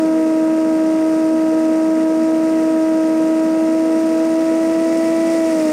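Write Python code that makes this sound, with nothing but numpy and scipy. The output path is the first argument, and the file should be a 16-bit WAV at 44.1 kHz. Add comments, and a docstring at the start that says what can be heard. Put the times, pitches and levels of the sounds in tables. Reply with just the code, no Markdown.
"""A steady propeller drone comes first: a light aircraft cruising, heard from a camera under its wing.
Each passing blade sends out a pulse, and the pulses blend into a note above the piston engine's uneven
throb. Air rushes over the camera housing, and every blade chops its hiss. The propeller speeds up a
little and turns raspier as the airflow grows; at the very end it is throttled back and its pitch drops."""
import sys
import numpy as np
from scipy.fft import rfft, irfft, next_fast_len
from scipy.io import wavfile
from scipy.ndimage import map_coordinates

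SR = 44100
rng = np.random.default_rng(int(sys.argv[2]) if len(sys.argv) > 2 else 0)


def dump_mix(stems):
    """Bounce the given channels to the path in sys.argv[1] as a 16-bit WAV at rate SR."""
    frames = np.atleast_2d(stems).T  # one column per channel
    limited = np.clip(frames, -1, 1)  # hard clip at full scale
    pcm = np.round(limited * 32767).astype(np.int16)
    wavfile.write(sys.argv[1], SR, pcm)


N = 252252

# Tone colour of the air's low buffeting, mid wash and high hiss: f/Hz, relative level/dB
BUFFET_SPECTRUM = [(20, -29), (60, -24), (120, -18.5), (160, -11.5), (195, -2.5), (265, 3), (340, -6),
                   (450, -4), (620, -5.5), (760, -13), (1100, -19), (1600, -21.5), (3000, -48)]
WASH_SPECTRUM = [(700, -41.5), (1200, -1), (1600, -7.5), (1900, 2.5), (2300, -3.5), (2750, -3.5),
                 (3100, -16), (4000, -17), (6000, -53.5)]
HISS_SPECTRUM = [(1760, -33.5), (3000, -5), (4170, -6.5), (4530, -2.5), (5300, -0.5), (7790, -4.5),
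                 (8940, -3), (10300, -9.5), (11200, -22), (12800, -13), (15500, -22)]
# Strength of the airflow past the wing, heard as hiss: t/s, level/dB
AIRFLOW_LEVEL = [(0, -44.5), (1.8, -44), (3.6, -43.5), (4.5, -41.5), (5.3, -39), (5.72, -37.5)]
# The engine's tones: multiple of the shaft's turning rate, level/dB
ENGINE_TONES = [(1, -63), (2, -55.5), (3, -40.5), (6, -38), (10, -51.5), (14, -64), (18, -56.5)]
# How often a blade passes: t/s, f/Hz
BLADE_RATE = [(0.0, 319.0), (1.08, 318.2), (2.12, 319.1), (2.24, 320.2), (2.48, 320.3), (2.6, 319.6),
              (3.4, 319.2), (3.56, 320.8), (4.32, 323.2), (5.32, 328.3), (5.48, 324.6), (5.71, 307.4)]
# The propeller's rasp, at 3, 4, 5... times the blade rate: cruise level/dB, full-load level/dB
RASP_TONES = [(-36.5, -38), (-41, -44), (-47, -56), (-57, -39.5), (-63, -45), (-58.5, -56), (-64.5, -61),
              (-71.5, -60)]

BLADES = 4
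CRUISE_HZ, FULL_HZ = 319.5, 327  # blade rates
FULL_SURGE_DB, SPEED_SHARE = 6, 0.49  # extra airflow at full load; share of the load due to speed
TONE_DB, OCTAVE_DB, BUFFET_DB, WASH_DB = -15.5, -23, -28.5, -42.5  # levels in cruise
TONE_GROWS, OCTAVE_GROWS, BUFFET_GROWS, WASH_GROWS = -0.34, 0.47, 0.19, 0.7  # dB per dB of extra airflow
GUST_S, GUST_WIDTH_S, GUST_DB = 2.85, 0.16, 1  # one soft gust: its middle, width and lift of the overtones


def amp(db):
    """Turn decibels into a factor to multiply by."""
    return 10 ** (np.asarray(db) / 20)


def unit(x):
    """Scale a signal to an average size (rms) of 1."""
    return x / np.sqrt(np.mean(x ** 2) + 1e-20)


def curve(rows):
    """Join (time, value) points with straight lines, one value per sample."""
    times, values = np.transpose(rows)
    return np.interp(np.arange(N) / SR, times, values)


def wobble(rate):
    """A smooth curve of size 1 through `rate` random points a second."""
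    points = rng.standard_normal(int(N * rate / SR) + 4)
    return unit(map_coordinates(points, [np.arange(N) * rate / SR]))


def filtered(x, response):
    """Multiply each frequency in x by response(hz)."""
    size = next_fast_len(N + 8192)
    hz = np.fft.rfftfreq(size, 1 / SR)
    return irfft(rfft(x, size) * response(hz), size)[:N]


def rush(spectrum, flow=1):
    """Churning air: noise of size 1 that follows the flow and takes on the spectrum's tone colour."""
    freqs, db = np.transpose(spectrum)
    noise = flow * rng.standard_normal(N)
    return unit(filtered(noise, lambda hz: amp(np.interp(np.log(hz + 1), np.log(freqs), db))))


def chopped_flow(angle, sharpness, wake, wake_lag, steady):
    """Air at the camera: a puff with each blade and a weaker one in its wake, wake_lag radians later."""
    puff = lambda lag: np.exp(sharpness * (np.cos(angle + np.pi / 6 - lag) - 1))
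    eddies = amp(wobble(450))
    return np.sqrt(steady + puff(0) + wake * puff(wake_lag)) * eddies


def slipstream(angle, airflow_db, surge_db):
    """Air buffets the housing, while its wash and hiss pulse with the blades; all grow with airflow."""
    swirl = wobble(45) + np.cos(angle / BLADES)  # the blades differ a little round each turn
    buffet = amp(BUFFET_DB + BUFFET_GROWS * surge_db) * rush(BUFFET_SPECTRUM)
    wash_flow = chopped_flow(angle, sharpness=4.5, wake=0.24, wake_lag=3.8, steady=0.73)
    wash = amp(WASH_DB + WASH_GROWS * surge_db + 0.52 * swirl) * rush(WASH_SPECTRUM, wash_flow)
    hiss_flow = chopped_flow(angle, sharpness=1.9, wake=0.5, wake_lag=1.8, steady=0.17)
    hiss = amp(airflow_db + 0.27 + 0.49 * swirl + 0.25 * wobble(9.6)) * rush(HISS_SPECTRUM, hiss_flow)
    return buffet + wash + hiss


def engine(angle, rough_db, drift_radians):
    """The exhaust and shaft hum, unsteady in strength and timing from stroke to stroke."""
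    shaft = angle / BLADES
    throb = np.zeros(N)
    for multiple, db in ENGINE_TONES:
        strength = amp(db + rough_db * wobble(12))
        phase = multiple * shaft + rng.uniform(0, 2 * np.pi) + drift_radians * wobble(14)
        throb += strength * np.sqrt(2) * np.sin(phase)
    return throb


def blade_angle(blade_hz, flutter):
    """An angle that gains 2 pi with each passing blade; uneven firing makes the shaft flutter."""
    return 2 * np.pi * np.cumsum(blade_hz * (1 + flutter * wobble(35))) / SR


def propeller(angle, surge_db, load, rough_db):
    """Each blade sends a lopsided suction pulse, sharpened by airflow, load and one brief gust."""
    overtone = lambda multiple: -np.sqrt(2) * np.cos(multiple * angle - np.pi / 4)
    gust = amp(GUST_DB * np.exp(-0.5 * ((np.arange(N) / SR - GUST_S) / GUST_WIDTH_S) ** 2))
    tone = -np.sqrt(2) * amp(TONE_DB + TONE_GROWS * surge_db) * np.cos(angle)
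    octave = amp(OCTAVE_DB + OCTAVE_GROWS * surge_db + 0.12 * wobble(40)) * overtone(2)
    rasp = sum(amp(cruise_db + load * (full_db - cruise_db) + rough_db * wobble(25)) * overtone(multiple)
               for multiple, (cruise_db, full_db) in enumerate(RASP_TONES, start=3))
    uneven_air = amp(1.16 * wobble(300))  # no two blades meet the same air
    return tone + gust * (octave + rasp * uneven_air)


def scene():
    """Two controls drive the sound: the propeller's speed and the airflow past the wing."""
    blade_hz = curve(BLADE_RATE)
    airflow_db = curve(AIRFLOW_LEVEL)
    surge_db = airflow_db - np.median(airflow_db[:N // 2])  # extra airflow over cruise
    revs = np.clip((blade_hz - CRUISE_HZ) / (FULL_HZ - CRUISE_HZ), 0, 1)
    # how hard the blades work: 0 in cruise, 1 at full load
    load = np.clip(SPEED_SHARE * revs + (1 - SPEED_SHARE) * surge_db / FULL_SURGE_DB, 0, 1)
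    angle = blade_angle(blade_hz, flutter=0.0012)
    drone = propeller(angle, surge_db, load, rough_db=0.08)
    throb = engine(angle, rough_db=2.5, drift_radians=0.5)
    air = slipstream(angle, airflow_db, surge_db)
    return (drone + throb + air)[None]


def record(dry):
    """The camera keeps nothing above 15700 Hz."""
    return filtered(dry[0], lambda hz: hz < 15700)[None]


dry = scene()
out = record(dry)
dump_mix(out)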